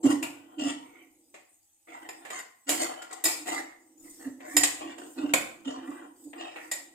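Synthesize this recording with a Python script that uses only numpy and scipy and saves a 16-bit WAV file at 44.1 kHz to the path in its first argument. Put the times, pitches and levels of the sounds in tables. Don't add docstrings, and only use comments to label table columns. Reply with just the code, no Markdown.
import sys
import numpy as np
from scipy import signal
from scipy.fft import rfft, irfft
from scipy.io import wavfile
from scipy.ndimage import uniform_filter1d

SR = 44100
rng = np.random.default_rng(int(sys.argv[2]) if len(sys.argv) > 2 else 0)


def master_out(mix):
    frames = np.transpose(np.atleast_2d(mix))
    ceiling = np.clip(frames, -1, 1)
    pcm = np.round(ceiling * 32767).astype(np.int16)
    wavfile.write(sys.argv[1], SR, pcm)


N = 306054
T = np.arange(N) / SR

# pitch in Hz, level in dB, seconds to fade by 60 dB before
# damping, left over right in dB.
SPOON_TONES = [(722, -17, .3, 0), (860, -23, .25, 0), (1140, -23, .22, 0), (1870, -12, .22, -1),
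               (1948, -10, .3, -1), (2398, -14, .15, 0), (2650, -17, .18, 0), (3435, -19, .22, 0),
               (3740, -14, .3, 0), (4340, -20, .22, 0), (4690, -24, .3, 0), (5050, -15, .25, 8),
               (5085, -12, .25, 10), (5420, -17, .17, 4), (6320, -17, .25, 0), (7117, 2, .18, -4),
               (7168, -5, .26, -3), (7600, -11, .3, 0), (7760, -17, .18, 0), (8366, -5, .12, -2),
               (8915, -21, .25, 0), (9770, -15, .18, 0), (10020, -12, .2, 0), (10660, -16, .25, 2),
               (11400, -25, .2, 2), (12625, -9, .17, 9), (12980, -15, .22, 6), (13870, -23, .25, 3)]
# start in seconds, length in seconds, level in dB,
# its change by the end in dB, treble bite in dB, pan boom in dB, contact pitch in Hz, its lift in dB.
PUSHES = [(0.029, 0.088, -31, -3, -1.5, 10.5, 2440, -3.5),
          (0.314, 0.34, -61.5, -0.5, -26.5, 8, 2100, -28.5), (0.579, 0.13, -42.5, 6, -3, -3, 2850, 4.5),
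          (0.716, 0.33, -57.5, -4.5, -34, 4.5, 2330, 6.5), (1.87, 0.093, -44, -0.5, -15.5, -4.5, 2110, 7),
          (2.005, 0.38, -49.5, -9.5, -26, 1.5, 1940, -4), (2.314, 0.1, -37.5, -12.5, -0.5, -14, 1960, 8.5),
          (2.666, 0.13, -31.5, -7.5, -3, 2, 2360, -1.5), (2.793, 0.069, -26, -13, -0.5, 2.5, 2430, -1.5),
          (2.882, 0.17, -39.5, -6.5, -26, -18, 2250, -8), (3.098, 0.15, -37, -23.5, -18, -13.5, 2220, -5),
          (3.454, 0.14, -28.5, -8.5, -5, -1.5, 2180, 0.5), (3.614, 0.11, -57.5, -5, -16, -11.5, 1960, 15),
          (4.033, 0.016, -51, -2.5, -24, 8, 2040, 5), (4.185, 0.1, -52, -4, -7.5, 9.5, 1780, 2),
          (4.389, 0.25, -50.5, 5.5, -10.5, -3.5, 1830, 6), (4.788, 0.13, -43, -0.5, -12, 4, 2500, 0),
          (4.968, 0.11, -49.5, -1.5, -13, 6.5, 2140, -29.5),
          (5.155, 0.21, -42, -12.5, -11, 12.5, 2710, -0.5), (5.643, 0.094, -39, -4.5, -10.5, -13, 2910, -2),
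          (5.751, 0.3, -45.5, -3.5, -25, 1.5, 1910, -11.5), (6.335, 0.11, -53, 5, -26, 2, 1910, -14),
          (6.37, 0.17, -40, -12.5, -12, -14, 2640, 3), (6.538, 0.12, -52, 0.5, -12.5, -6, 1830, 11)]


def knocks(level_db=-6, ring_db=9, clank_db=3, boom_db=17, crack_s=0.008, attack_s=0.0023):
    # start in seconds, level in dB, clank in dB, hard edge in dB, ring in dB, left over right
    # in dB, clank pitch in Hz, seconds for the clank to fade by 60 dB, favoured spoon pitch in Hz.
    blows = [(0.227, -30, -0.5, -11.5, -8.5, 1, 2650, 0.18, 2400),
             (1.3418, -48.5, 1.5, -22.5, -16, 0.5, 2070, 0.25, 1840),
             (2.0891, -48.5, 11.5, -8, 4, 0.5, 1910, 0.078, 5085),
             (2.25, -48, 5.5, -12, -8.5, -4, 1850, 0.36, 2650),
             (2.3028, -37, 0.5, -25, -7, -0.5, 1800, 0.12, 1890),
             (2.389, -40.5, -3, -75, -3.5, 5, 1940, 0.094, 1948),
             (2.6914, -19, -9, -10.5, -9.5, -2, 2950, 0.32, 10020),
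             (3.02, -38.5, -10, -23, -13, 3, 2236, 0.097, 5200),
             (3.11, -40.5, -4.5, -22, -21, 0, 2010, 0.06, 2630),
             (3.1286, -31, -29, -20.5, -27, 8.5, 1850, 0.068, 5085),
             (3.24, -20, -15.5, -1, -8, -0.5, 1690, 0.11, 3740),
             (3.2539, -19, -12, -18.5, -4, 1.5, 2430, 0.38, 5000),
             (4.405, -59, 13.5, -20, -10, 4, 1826, 0.09, 1920),
             (4.567, -13.5, -8.5, -8.5, -4, -4, 2060, 0.075, 5400),
             (4.634, -9.5, -13, -19.5, -17.5, 1.5, 1883, 0.096, 3740),
             (4.9823, -43.5, 1.5, -14, -10.5, -7, 2850, 0.025, 5200),
             (5.3369, -11.5, -1.5, -11.5, -17.5, -1.5, 2413, 0.042, 720),
             (6.3317, -62, 19, -17, -24, 4, 1950, 0.075, 1900),
             (6.5604, -54, 16, -6, -14, -1.5, 2420, 0.16, 1900),
             (6.7144, -27, -10.5, -17, -2.5, 0, 2030, 0.24, 1930)]
    # frequency in Hz, level in dB.
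    clank_spectrum = [(35, -61), (60, -32), (193, -12.5), (308, -1.5), (398, 1.5), (715, 4.5), (1620, -4),
                      (1910, -1.5), (2140, -7), (2350, 2), (5590, -20), (7400, -9), (10800, -9),
                      (13000, -11.5), (16000, -20.5)]
    out, force, t = np.zeros((2, N)), np.zeros(N), T[:SR // 3]
    for start, db, clank, edge, ring, side, hz, fade_s, favoured_hz in blows:
        noise = rng.standard_normal((2, len(t)))
        body, treble, top = three_bands(colour(noise, clank_spectrum, ripple_db=2), 4230, 8750)
        body = body + amp(-8) * resonate(noise, hz, width_hz=560)
        fall = amp(-60 * t / fade_s) + np.exp(-t / crack_s)
        hit = fall * (amp(clank + clank_db) * body + amp(-3) * treble + amp(edge + 3) * top)
        octaves_away = np.log2(np.transpose(SPOON_TONES)[0] / favoured_hz)
        weights = amp(5 * np.exp(-(octaves_away / 0.24) ** 2))
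        hit += amp(ring + ring_db) * spoon_ring(weights, damping=2.17)
        hit *= 1 - np.exp(-t / attack_s)
        add(out, start - .001, amp(db + level_db) * balance(side) * hit)
        add(force, start, amp(db + clank + boom_db) * np.hanning(20))
    return out + pan_boom(force)


def scrapes(grind_db=-0.5, contact_db=-7.5, rasp_db=-2, top_db=-15, ring_db=-9, hard_bite_db=-38):
    catches = clicks(per_s=1800, spread_db=4) * amp(1.5 * wobble(500))
    rattle = flutter(scatter(catches, fade_s=0.023), depth_db=6, frames=12, bins=2)
    out = np.zeros((2, N))
    for start, length, db, change, bite, _, contact_hz, lift in PUSHES:
        pressure = amp(db) * push(start, length, change)
        span = (round(start * SR) + np.arange(len(pressure))) % N
        weights = amp(2.8 * rng.standard_normal(len(SPOON_TONES)))
        weights *= (2000 / np.transpose(SPOON_TONES)[0]) ** 1.5
        ring = spoon_ring(weights, damping=3.2)
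        ringing = unit(signal.fftconvolve(catches[None, span], ring, axes=1)[:, :len(span)])
        # frequency in Hz, level in dB.
        grind_spectrum = [(59, -68.5), (100, -41.5), (206, -40), (266, -36), (442, -9), (872, -6),
                          (1390, -8.5), (1910, -20.5), (2130, -49.5), (2860, -15), (6020, -29.5),
                          (7450, -22), (13200, -53), (15000, -47.5), (16000, -59)]
        metal = colour(rattle[:, span], grind_spectrum, ripple_db=-0.5) + amp(ring_db) * ringing
        _, rasp, top = three_bands(metal, 4500, 9140)
        body = three_bands(metal, 1.86 * contact_hz, 9000)[0]
        contact = resonate(rattle[:, span], contact_hz, width_hz=680)
        body = amp(grind_db) * body + amp(contact_db + lift) * contact
        highest_db = bite + top_db + 0.57 * (db + bite - hard_bite_db)
        add(out, start, pressure * (body + amp(bite + rasp_db) * rasp + amp(highest_db) * top))
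    return signal.sosfilt(signal.butter(2, 150, "highpass", fs=SR, output="sos"), out)


def judders(level_db=-1.5, overtone_db=-28, pan_db=-8, drag_db=-7, thud_db=-21, waver=0.028):
    # time in seconds, level in dB, slips per second, length in seconds.
    bursts = [(0.049, -9, 275, 0.048), (0.114, -24.5, 298, 0.13), (0.192, -31, 294, 0.072),
              (0.583, -28, 316, 0.054), (0.615, -22, 294, 0.023), (0.656, -20, 269, 0.054),
              (2.696, -33, 284, 0.098), (2.809, -31.5, 315.6, 0.03), (3.257, -32, 332, 0.071),
              (3.414, -43, 299.5, 0.1), (3.516, -28.5, 305, 0.031), (4.263, -27, 272, 0.046),
              (4.565, -24.5, 300, 0.089), (4.847, -38.5, 289, 0.057), (5.028, -47, 335, 0.04),
              (5.181, -29, 278, 0.05), (5.236, -20.5, 283, 0.055), (5.304, -32.5, 292, 0.076),
              (5.669, -25.5, 271, 0.056), (5.773, -32.5, 276, 0.044), (5.885, -29.5, 271, 0.048),
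              (6.259, -37, 300, 0.059)]
    # frequency in Hz, level in dB.
    rumble_spectrum = [(30, -36), (60, -9), (110, -2.5), (180, -8), (260, 4), (330, 6.5), (420, -4),
                       (900, 1.5), (2000, -55.5)]
    thud_spectrum = [(25, -34.5), (70, -15.5), (105, 5), (170, 2), (230, -15), (400, 6.5), (700, 7.5),
                     (1000, -7.5), (2000, -45)]
    strength = np.zeros(N)
    for time, db, _, length in bursts:
        add(strength, time + 0.011 - length / 2, amp(db + level_db) * np.hanning(int(length * SR)))
    times, _, slip_hz, _ = np.transpose(bursts)
    rate = np.interp(T, times, slip_hz) * (1 + waver * wobble(400))
    phase = 2 * np.pi * np.cumsum(rate) / SR
    shake = strength * (np.sin(phase) + amp(overtone_db) * np.sin(2 * phase))
    rumble = unit(pan_boom(colour(rng.standard_normal(N), rumble_spectrum)))
    rumble *= amp(drag_db) * drag()
    linger = np.exp(-T[:SR // 3] / 0.012)
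    thud = colour(rng.standard_normal(N), thud_spectrum)
    thud *= amp(thud_db) * signal.oaconvolve(strength, linger / linger.sum())[:N]
    return (shake + amp(pan_db) * pan_boom(shake) + rumble + thud) * amp([[-1.7], [1.5]])


def push(start, length, change_db):
    t = start + T[:round((length + .12) * SR)]
    return swell(t, start, length, attack_s=0.032, release_s=0.028, change_db=change_db)


def drag():
    # time in seconds, rumble level in dB.
    lean = [(0, -37.5), (.5, -60), (1.3, -58), (1.6, -80.5), (2.6, -90), (3.2, -62), (3.9, -54.5),
            (4.35, -49), (5.55, -52), (6.25, -50), (6.94, -53.5)]
    force = amp(np.interp(T, *np.transpose(lean)))
    for start, length, db, change, _, boom, _, _ in PUSHES:
        add(force, start, amp(db + boom) * push(start, length, change))
    return force


def spoon_ring(weights, damping):
    t = T[:SR // 3]
    phases = rng.random((len(SPOON_TONES), 1, 1)) + .3 * rng.random((len(SPOON_TONES), 2, 1))
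    ring = np.zeros((2, len(t)))
    for (hz, db, fade_s, side), weight, phase in zip(SPOON_TONES, weights, phases):
        fall = amp(db - 60 * t * damping / fade_s)
        ring += weight * balance(side) * fall * np.sin(2 * np.pi * (hz * t + phase))
    return ring


def pan_boom(force):
    # pitch in Hz, width in Hz, level in dB.
    pan_tones = [(287, 8.7, -7), (285.8, 9.8, -19), (323.7, 23, -1.5), (469.5, 21, -9), (712, 8.3, -17.5)]
    return sum(amp(db) * signal.lfilter(*signal.iirpeak(hz, hz / width, SR), force)
               for hz, width, db in pan_tones)


def oil(level_db=-9, pops_db=-7, simmer_db=-60):
    # start in seconds, length in seconds, level in dB.
    stirs = [(1.88, 0.32, -59), (3.967, 0.26, -47), (4.449, 0.13, -38.5), (4.975, 0.16, -49),
             (5.85, 0.057, -53), (6.135, 0.11, -53.5), (6.556, 0.1, -51.5)]
    # frequency in Hz, level in dB.
    sizzle_spectrum = [(300, -16), (1500, -22), (4500, -16.5), (6500, -8), (8200, 1), (9500, -11),
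                       (11500, -11.5), (13500, -10), (16000, -15.5)]
    fizz = scatter(clicks(per_s=6000, spread_db=1.8), fade_s=0.082)
    fizz = flutter(colour(fizz, sizzle_spectrum), depth_db=5)
    pops = scatter(clicks(per_s=70, spread_db=3), fade_s=0.042)
    pops = flutter(colour(pops, sizzle_spectrum), depth_db=8.5)
    stirred = sum(amp(db) * swell(T, start, length, attack_s=0.085, release_s=0.064)
                  for start, length, db in stirs)
    return (fizz + amp(pops_db) * pops) * amp(level_db) * (amp(simmer_db) + stirred)


def scatter(x, fade_s):
    t = T[:2048]
    paths = rng.standard_normal((2, len(t))) * amp(-60 * t / fade_s)
    paths /= np.linalg.norm(paths, axis=1, keepdims=True)
    return signal.oaconvolve(x[None], paths, axes=1)[:, :N]


def kitchen(x, echo_db):
    # frequency in Hz, seconds to fade by 60 dB.
    fade_times = [(100, 1), (300, 0.48), (1000, 0.52), (2500, 0.46), (7000, 0.39), (14000, 0.38)]
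    echoes = rng.standard_normal((2, SR)) * (rng.random((2, SR)) < .15)
    hz, t, bands = signal.stft(echoes, SR, nperseg=256)
    alike = .95 / (1 + (hz[:, None] / 650) ** 4)
    bands[1] = alike * bands[0] + np.sqrt(1 - alike ** 2) * bands[1]
    bands *= amp(-60 * t / look_up(fade_times, hz)[:, None])
    tail = signal.istft(bands, SR, nperseg=256)[1][:, :SR]
    tail *= 1 - np.exp(-(T[:SR] / 0.0018) ** 2)
    return x + amp(echo_db) * signal.fftconvolve(x, tail / np.linalg.norm(tail[0]), axes=1)[:, :N]


def hush(level_db=-83):
    # frequency in Hz, level in dB.
    hush_spectrum = [(15, -58.5), (25, -23), (60, -24.5), (93, -1.5), (205, -29), (320, -20), (617, -24.5),
                     (831, -3), (1030, -28.5), (2730, -16), (4000, -20.5), (5200, -56.5), (8800, -120)]
    left, right, both = rng.standard_normal((3, N))
    return amp(level_db) * colour(np.array([left, right]) + 0.82 * both, hush_spectrum)


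def amp(db):
    return 10 ** (np.asarray(db) / 20)


def unit(x):
    return x / np.sqrt(np.mean(x ** 2) + 1e-20)


def balance(side_db):
    return amp([[side_db / 2], [-side_db / 2]])


def look_up(table, hz):
    row_hz, values = np.transpose(table)
    return np.interp(np.log(hz + 1), np.log(row_hz + 1), values)


def add(mix, start_s, sound):
    part = mix[..., max(round(start_s * SR), 0):][..., :sound.shape[-1]]
    part += sound[..., :part.shape[-1]]


def colour(x, spectrum, ripple_db=0, spacing_hz=70):
    size = x.shape[-1]
    hz = np.fft.rfftfreq(size, 1 / SR)
    ripple = np.interp(hz / spacing_hz, np.arange(512), rng.standard_normal(512))
    return unit(irfft(rfft(x) * amp(look_up(spectrum, hz) + ripple_db * ripple), size))


def three_bands(x, low_hz, high_hz):
    size = x.shape[-1]
    hz = np.fft.rfftfreq(size, 1 / SR)
    body = 1 / (1 + (hz / low_hz) ** 8)
    below_top = 1 / (1 + (hz / high_hz) ** 24)
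    return [unit(irfft(rfft(x) * share, size)) for share in (body, below_top - body, 1 - below_top)]


def resonate(x, hz, width_hz):
    turn = np.exp(2j * np.pi * hz * T[:x.shape[-1]])
    decay = np.exp(-np.pi * width_hz / SR)
    return unit((turn * signal.lfilter([1], [1, -2 * decay, decay ** 2], x / turn)).real)


def clicks(per_s, spread_db):
    size = amp(spread_db * np.minimum(rng.exponential(1, N), 4))
    return size * rng.choice([-1, 1], N) * (rng.random(N) < per_s / SR)


def wobble(samples):
    return unit(uniform_filter1d(rng.standard_normal(N), samples))


def flutter(x, depth_db, frames=9, bins=5):
    bands = signal.stft(x, SR, nperseg=512, noverlap=384)[2]
    patches = uniform_filter1d(rng.standard_normal(bands.shape[1:]), bins, axis=0)
    patches = uniform_filter1d(patches, 2 * frames, axis=1)
    bands *= amp(depth_db * unit(patches))
    return unit(signal.istft(bands, SR, nperseg=512, noverlap=384)[1][:, :N])


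def swell(t, start, length, attack_s, release_s, change_db=0):
    age = t - start
    held = amp(change_db * np.clip(age / length, 0, 1))
    return np.clip(age / attack_s, 0, 1) * held * np.exp(-np.maximum(age - length, 0) / release_s)


def scene():
    return (kitchen(knocks(), echo_db=-3.5) + kitchen(scrapes(), echo_db=-6.5)
            + kitchen(oil(), echo_db=-4.5) + kitchen(judders(), echo_db=-10) + hush())


def record(dry, cutoff_hz=15700):
    lowpass = signal.firwin(151, cutoff_hz, window=("kaiser", 9), fs=SR)
    return signal.oaconvolve(dry, lowpass[None], "same")


dry = scene()
out = record(dry)
master_out(out)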